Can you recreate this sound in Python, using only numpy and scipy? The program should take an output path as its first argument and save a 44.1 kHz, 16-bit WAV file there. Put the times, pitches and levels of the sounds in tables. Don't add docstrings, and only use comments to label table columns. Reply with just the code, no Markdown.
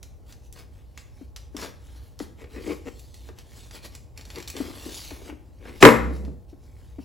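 import sys
import numpy as np
from scipy import signal
from scipy.fft import rfft, irfft
from scipy.io import wavfile
from scipy.ndimage import uniform_filter1d

SR = 44100
rng = np.random.default_rng(int(sys.argv[2]) if len(sys.argv) > 2 else 0)


def pcm_store(signal):
    levels = np.round(np.clip(np.atleast_2d(signal), -1, 1) * 32767)
    wavfile.write(sys.argv[1], SR, levels.astype(np.int16).T)


N = 310464
TIME = np.arange(N) / SR


def undb(db):
    return 10 ** (np.asarray(db) / 20)


def unit(x):
    return x / np.sqrt(np.mean(x ** 2))


def at_hz(points, hz):
    f, value = np.transpose(points)
    return np.interp(np.log(np.maximum(hz, 1)), np.log(f), value)


def colour(x, points):
    size = 4096
    magnitude = undb(at_hz(points, np.fft.rfftfreq(size, 1 / SR)))
    cepstrum = irfft(np.log(magnitude))
    cepstrum[1:size // 2] *= 2
    cepstrum[size // 2 + 1:] = 0
    response = irfft(np.exp(rfft(cepstrum)))
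    return signal.fftconvolve(x, response / np.linalg.norm(response))[:len(x)]


def drift(hz):
    hold = int(SR / hz)
    steps = np.repeat(rng.standard_normal(N // hold + 1), hold)
    return 1.4 * uniform_filter1d(steps, hold)[:N]


def add(track, start_s, sound):
    i = int(start_s * SR)
    track[i:i + len(sound)] += sound[:N - i]


def ring(modes, t, scatter_db, detune):
    hz, db, t60 = np.transpose(modes)[:, :, None]
    size = undb(db + scatter_db * rng.standard_normal(hz.shape))
    size[1::2] *= -1
    hz = hz * (1 + detune * rng.standard_normal(hz.shape))
    return np.sum(size * np.sin(2 * np.pi * hz * t) * np.exp(-np.log(1000) * t / t60), axis=0)


# frequency in Hz, relative spectral density in dB.
RUMBLE_SPECTRUM = [(20, -31), (40, -8.5), (62, 1.5), (80, -5), (120, -11.5), (165, -23), (260, -24),
                   (500, -30), (800, -34.5), (1300, -47.5), (3000, -58), (16000, -57)]
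# frequency in Hz, mean level in dB.
HUM_TONES = [(479.1, -69.5), (597.5, -76), (839.8, -75.5), (1082, -79.5)]

def ventilation(level_db=-46, side_db=-6, waver_db=2):
    mid, side = (colour(rng.standard_normal(N), RUMBLE_SPECTRUM) * undb(.5 * drift(1.7)) for _ in range(2))
    side = undb(side_db) * side
    hum = sum(undb(db + waver_db * drift(2.3)) * np.sin(2 * np.pi * hz * TIME + drift(1.7))
              for hz, db in HUM_TONES)
    return undb(level_db) * np.array([mid + side, mid - side]) + hum


# frequency in Hz, time to fall 60 dB in seconds.
ROOM_DECAY = [(100, 0.73), (400, 0.46), (2000, 0.47), (6000, 0.43), (15000, 0.35)]
# frequency in Hz, side level against mid in dB.
ROOM_WIDTH = [(100, -6.5), (500, -4), (1300, -4), (2500, -7), (4000, -19.5), (7000, -21), (9000, -9)]

def reverberation(x, build_s=0.0019):
    hz, t, cells = signal.stft(rng.standard_normal((2, SR)), SR, nperseg=256)
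    cells = cells * np.exp(-np.log(1000) * t / at_hz(ROOM_DECAY, hz)[:, None])
    cells[1] *= undb(at_hz(ROOM_WIDTH, hz))[:, None]
    build = (1 - np.exp(-TIME[:SR] / build_s)) ** 2
    mid, side = signal.istft(cells)[1][:, :SR] * build
    response = np.array([mid + side, mid - side]) / np.linalg.norm(mid)
    return signal.fftconvolve(x[None], response, axes=1)[:, :N]


# frequency in Hz, left minus right in dB.
PORT_BALANCE = [(80, -3), (220, 7), (1300, 4.5), (2300, 0), (15000, 0)]
# frequency in Hz, lead of the left in radians.
PORT_LEAD = [(120, 0.86), (700, 0), (1400, 1.4), (1900, 0.22), (3500, 0), (7400, 0), (9200, -3.5),
             (11100, -6), (13200, -10), (15200, -11.5)]

def ports(x):
    hz = np.fft.rfftfreq(N, 1 / SR)
    lean = undb(at_hz(PORT_BALANCE, hz) / 2)
    turn = np.exp(1j * at_hz(PORT_LEAD, hz))
    return irfft(rfft(x) * np.array([lean * turn, 1 / lean]), N)


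def friction(spectrum, slips_per_s, spread_db):
    slips = rng.random(N) < slips_per_s / SR
    size_db = spread_db * np.minimum(rng.exponential(size=N), 5)
    impulses = unit(slips * rng.choice([-1, 1], N) * undb(size_db))
    hz, _, cells = signal.stft(colour(impulses, spectrum), SR, nperseg=512)
    depth_db = np.interp(hz, [500, 1800], [1, 3.6])[:, None]
    ripple = uniform_filter1d(rng.standard_normal(cells.shape), size=4, axis=0)
    ripple = uniform_filter1d(ripple, size=12, axis=1)
    return unit(signal.istft(cells * undb(depth_db * unit(ripple)))[1][:N])


# frequency in Hz, relative spectral density in dB.
HISS_SPECTRUM = [(1800, -16.5), (2800, -0.5), (4300, 1), (6500, -3), (8500, -2.5), (12000, -4.5),
                 (16000, -9)]
DRAG_SPECTRUM = [(120, -5.5), (220, 12), (400, 4.5), (700, 2.5), (1300, -0.5), (2300, -1.5), (3200, -10.5),
                 (5000, -24.5)]
# middle and length in seconds, hiss and drag levels in dB.
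FINGER_STROKES = [(0.302, 0.057, -54.5, -60), (0.455, .06, -60, -90), (0.593, 0.071, -53.5, -49),
                  (0.783, 0.12, -66, -66), (0.997, 0.064, -59, -66), (1.188, 0.2, -66, -68),
                  (1.624, 0.087, -39.5, -39), (1.871, 0.11, -61, -62.5), (1.984, 0.27, -59.5, -61.5),
                  (2.227, 0.059, -49.5, -50), (2.411, 0.062, -58.5, -53.5), (2.557, 0.1, -55, -52.5),
                  (2.691, 0.14, -47, -51.5), (2.88, 0.051, -54.5, -50), (2.998, 0.27, -58, -83),
                  (3.196, 0.14, -56.5, -66), (3.267, .06, -56, -55.5), (3.396, .05, -55.5, -51.5),
                  (3.599, 0.22, -53, -56.5), (3.757, 0.051, -44.5, -47.5), (3.853, .045, -44, -44.5),
                  (3.947, 0.058, -57, -54.5), (4.203, 0.067, -56, -53), (4.367, 0.19, -52, -51.5),
                  (4.496, .035, -47, -48), (5.682, 0.07, -56, -47), (5.786, 0.14, -53.5, -63),
                  (6.172, 0.16, -56.5, -70.5), (6.503, 0.047, -65, -69), (6.64, .06, -67.5, -78),
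                  (6.8, 0.15, -72.5, -78), (7.02, 0.042, -60, -62)]
# time in seconds, hiss and drag levels in dB.
LONG_PULL = [(4.53, -62, -55), (4.58, -45.5, -45.5), (4.72, -50.5, -49), (4.82, -45.5, -49.5),
             (4.99, -40, -52.5), (5.11, -49, -56), (5.25, -56, -58), (5.295, -51, -43), (5.34, -96, -62)]

def sliding(grip_hz=70, hiss_grip_db=0.9, drag_grip_db=1.15, fidget_hz=7, fidget_db=3.5):
    t = TIME[::40]
    middle, length, stroke_hiss_db, stroke_drag_db = np.transpose(FINGER_STROKES)[:, :, None]
    swells = np.exp(-np.abs(2 * (t - middle) / length) ** 1.7)
    pull_s, pull_hiss_db, pull_drag_db = np.transpose(LONG_PULL)
    waver_db, grip = fidget_db * drift(fidget_hz), drift(grip_hz)

    def effort(stroke_db, pull_db, held_db):
        strokes = np.interp(TIME, t, np.linalg.norm(undb(stroke_db) * swells, axis=0))
        pull = undb(np.interp(TIME, pull_s, pull_db)) * (TIME > pull_s[0]) * (TIME < pull_s[-1])
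        return np.hypot(strokes, pull + undb(held_db + waver_db))

    hiss = friction(HISS_SPECTRUM, slips_per_s=4600, spread_db=2.5) * undb(hiss_grip_db * grip)
    drag = friction(DRAG_SPECTRUM, slips_per_s=1100, spread_db=3.0) * undb(drag_grip_db * grip)
    hiss *= effort(stroke_hiss_db, pull_hiss_db, held_db=-77)
    drag *= effort(stroke_drag_db, pull_drag_db, held_db=-78.5)
    return hiss + drag


# frequency in Hz, relative spectral density in dB.
SCUFF_SPECTRUM = [(100, -25.5), (220, -1.5), (330, 3), (490, 2), (700, -19), (1100, -15), (1450, -21.5),
                  (2050, -13.5), (2450, -14), (3000, -26), (6000, -43)]
# middle and length in seconds, level in dB.
STRAP_SCUFFS = [(1.63, 0.12, -45.5), (2.431, 0.092, -49.5), (2.583, 0.079, -40.5), (2.666, 0.059, -36.5),
                (2.714, 0.054, -33.5), (2.875, 0.0344, -34), (3.857, 0.014, -46), (4.382, 0.06, -39.5),
                (4.572, 0.047, -36.5), (4.66, 0.097, -46.5), (4.907, 0.13, -49), (5.214, 0.21, -52),
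                (5.694, 0.16, -46.5)]

def scuffs():
    pressure = sum(undb(db) * np.exp(-np.abs(2 * (TIME - middle) / length) ** 3)
                   for middle, length, db in STRAP_SCUFFS)
    return pressure * friction(SCUFF_SPECTRUM, slips_per_s=370, spread_db=-0.74)


# frequency in Hz, relative spectral density in dB.
RASP_SPECTRUM = [(100, -16), (200, 2.5), (500, 0.5), (900, -11.5), (2000, -24), (6000, -44)]
# start in seconds, peak level in dB, first and last pitch in Hz.
LOOP_FLAPS = [(1.21, -36.5, 620, 270), (1.545, -32, 810, 270), (2.202, -26, 1830, 270),
              (2.675, -23.5, 715, 325), (2.696, -28, 680, 355), (3.287, -39, 2140, 425),
              (4.6, -21.5, 600, 275), (4.678, -33.5, 830, 330), (4.858, -31, 600, 310),
              (5.113, -36, 1490, 285), (5.288, -36, 700, 295), (5.324, -35, 610, 300),
              (6.104, -28, 550, 300), (6.276, -34, 500, 300), (6.527, -40.5, 500, 308),
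              (6.983, -31, 550, 270)]

def flaps(glide_s=.002, rise_s=0.019, fade_s=0.0036, echo_s=.0155, echo_db=-7, rasp_db=-11):
    out, t = np.zeros(N), TIME[:SR // 10]
    shape = (1 - np.exp(-t / rise_s)) ** 2 * np.exp(-t / fade_s)
    for start, db, first_hz, last_hz in LOOP_FLAPS:
        hz = last_hz + (first_hz - last_hz) * np.exp(-t / glide_s)
        swing = undb(db) * shape / shape.max()
        rasp = undb(rasp_db) * colour(rng.standard_normal(len(t)), RASP_SPECTRUM)
        add(out, start, swing * (np.sin(2 * np.pi * np.cumsum(hz) / SR) + rasp))
        add(out, start + echo_s, undb(echo_db) * swing * np.sin(2 * np.pi * .85 * last_hz * t))
    return out


# frequency in Hz, relative spectral density in dB.
TICK_SPECTRUM = [(300, -10.5), (900, -1.5), (2000, 2), (4200, 3), (7000, 1.5), (11000, -5), (16000, -11.5)]
# frequency in Hz, relative level in dB, T60 in seconds.
RING_MODES = [(2400, -1.5, 0.033), (3510, -5, .035), (4330, 2.5, 0.034), (5710, 2, 0.022), (7400, -9, .04),
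              (11900, -9.5, 0.046)]
# start in seconds, relative level in dB, bass weight in dB.
FITTING_TICKS = [(0.029, -37, -14.5), (0.324, -40.5, -11), (0.5258, -37, -23), (0.9755, -34.5, -6.5),
                 (1.0715, -60, -8), (1.3618, -31.5, -10.5), (1.5662, -29.5, -9.5), (2.1908, -36.5, -15),
                 (2.201, -30.5, 4), (2.4407, -44, 1), (2.994, -39.5, -20.5), (3.1423, -40, -18),
                 (3.2884, -35, 6.5), (3.3867, -40.5, -12), (3.71, -37.5, -9), (3.9505, -34, -15),
                 (4.1755, -36.5, -14.5), (4.2108, -42, -5), (4.2524, -41.5, -12), (4.3026, -37, -7),
                 (4.358, -35, -7), (4.3844, -40, -23), (4.402, -39, -10), (4.4258, -37, -7),
                 (4.4762, -31.5, -16), (4.482, -33, -15), (4.5001, -28.5, -22), (4.566, -29.5, -4),
                 (5.1079, -32, 0), (6.2498, -42, -0.5)]

def ticks(rise_s=0.00039, fade_s=0.001, crunch_db=-11, crunch_s=0.011, gain_db=2, held_db=-23, free_db=-10):
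    out, t = np.zeros(N), TIME[:SR // 5]
    decay = np.exp(-t / fade_s) + undb(crunch_db) * np.exp(-t / crunch_s)
    press = (1 - np.exp(-t / rise_s)) * decay
    for start, db, bass_db in FITTING_TICKS:
        slope_db = 0.52 * (bass_db + 10.5)
        spectrum = [(hz, level - slope_db * np.log2(hz)) for hz, level in TICK_SPECTRUM]
        contacts = colour(rng.standard_normal(len(t)) * press, spectrum)
        out_of_fist = 4.15 < start < 4.6
        clink = undb(free_db if out_of_fist else held_db) * ring(RING_MODES, t, scatter_db=2.5, detune=0.016)
        add(out, start, undb(db + gain_db) * (contacts + clink))
    return out


# time in seconds, level in dB.
SWAY_ENVELOPE = [(5.82, -64.5), (5.84, -36), (5.95, -37.5), (6.06, -26), (6.2, -33.5), (6.28, -31),
                 (6.35, -41), (6.45, -55)]

def bench_sway(hz=65, rumble_db=-8):
    phase = 2 * np.pi * np.cumsum(hz * (1 + 0.015 * drift(7.6))) / SR
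    spectrum = [(90, -17.5), (155, 6), (230, -1), (480, -4.5), (800, -24.5), (2000, -54.5)]
    rumble = colour(rng.standard_normal(N), spectrum)
    envelope = undb(np.interp(TIME, *np.transpose(SWAY_ENVELOPE), left=-120, right=-120))
    return envelope * (np.sqrt(2) * np.sin(phase) + undb(rumble_db) * rumble)


# frequency in Hz, relative spectral density in dB.
CRACK_SPECTRUM = [(200, -11.5), (900, 1), (2100, 3.5), (3800, -15.5), (8000, -23.5), (16000, -29.5)]
THUD_SPECTRUM = [(35, -13), (110, -5.5), (230, 1), (430, 3.5), (680, -7), (1050, -2.5), (2100, -10),
                 (2900, -21.5), (3600, -25), (16000, -36)]
# frequency in Hz, relative level in dB, T60 in seconds.
BENCH_MODES = [(122.8, -19, 0.34), (197.5, -16.5, 0.14), (230, -14, 0.37), (295.1, -4.5, 0.2),
               (383.6, -11.5, 0.2), (409, -16, 0.19), (453, -12.5, 0.21), (488, -14, 0.38),
               (522.7, -15.5, .25), (614, -19.5, .3), (828.5, -25.5, 0.37), (969, -17.5, 0.28),
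               (1016, -21, .22), (1046, -19.5, 0.29), (1275, -19.5, 0.29), (1655, -28.5, 0.29),
               (2130, -22, 0.24), (2195, -29, .3)]
SNAP_MODES = [(4330, -15, 0.43), (7450, -1, 0.32), (7800, -8, .25), (8280, 1, 0.29), (10530, -1.5, 0.25),
              (11550, -7.5, .28), (12370, 1.5, .3), (14400, -2, .25)]
# start in seconds, relative force in dB, contact time in seconds.
SNAP_IMPACTS = [(5.8263, 1, 0.0024), (5.8510, -0.5, 0.0042), (5.866, -9.5, 0.00065), (5.889, -14.5, 0.0022)]

def snap_drop(crack_db=6, swell_s=0.0033, thud_s=0.022, wood_db=2, brass_db=-31, lead_in_db=-31):
    clatter, wood, t = np.zeros(N), np.zeros(N), TIME[:SR]
    swell = 1 - np.exp(-t / swell_s)
    for start, db, contact_s in SNAP_IMPACTS:
        crack = undb(crack_db) * colour(np.exp(-t / contact_s) * rng.standard_normal(SR), CRACK_SPECTRUM)
        thud = colour(swell * np.exp(-t / thud_s) * rng.standard_normal(SR), THUD_SPECTRUM)
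        brass = undb(brass_db) * ring(SNAP_MODES, t, scatter_db=2, detune=.008)
        add(clatter, start, undb(db) * (crack + thud + brass))
        add(wood, start, undb(db + wood_db) * swell * ring(BENCH_MODES, t, scatter_db=1.0, detune=0.00081))
    lead_in_swell = np.interp(TIME, [5.802, 5.813, 5.819, 5.825, 5.83], [0, 0.7, 1.0, 1.5, 0])
    lead_in_noise = colour(rng.standard_normal(N), TICK_SPECTRUM)
    lead_in_noise += colour(rng.standard_normal(N), DRAG_SPECTRUM)
    return clatter + undb(lead_in_db) * lead_in_swell * lead_in_noise, wood


def scene():
    rub, strap, clicks = sliding(), scuffs() + flaps(), ticks()
    clatter, wood = snap_drop()
    direct = rub + strap + clicks + clatter + wood + bench_sway()
    into_room = (undb(-8.5) * rub + undb(-11) * strap + undb(-6.0) * clicks
                 + undb(-13) * clatter + undb(-17.5) * wood)
    return ports(direct + reverberation(into_room)) + ventilation()


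def record(dry):
    clipped = dry / (1 + np.abs(dry) ** 6) ** (1 / 6)
    low_pass = signal.ellip(10, .1, 80, 15900, fs=SR, output="sos")
    return signal.sosfilt(low_pass, clipped)


dry = scene()
out = record(dry)
pcm_store(out)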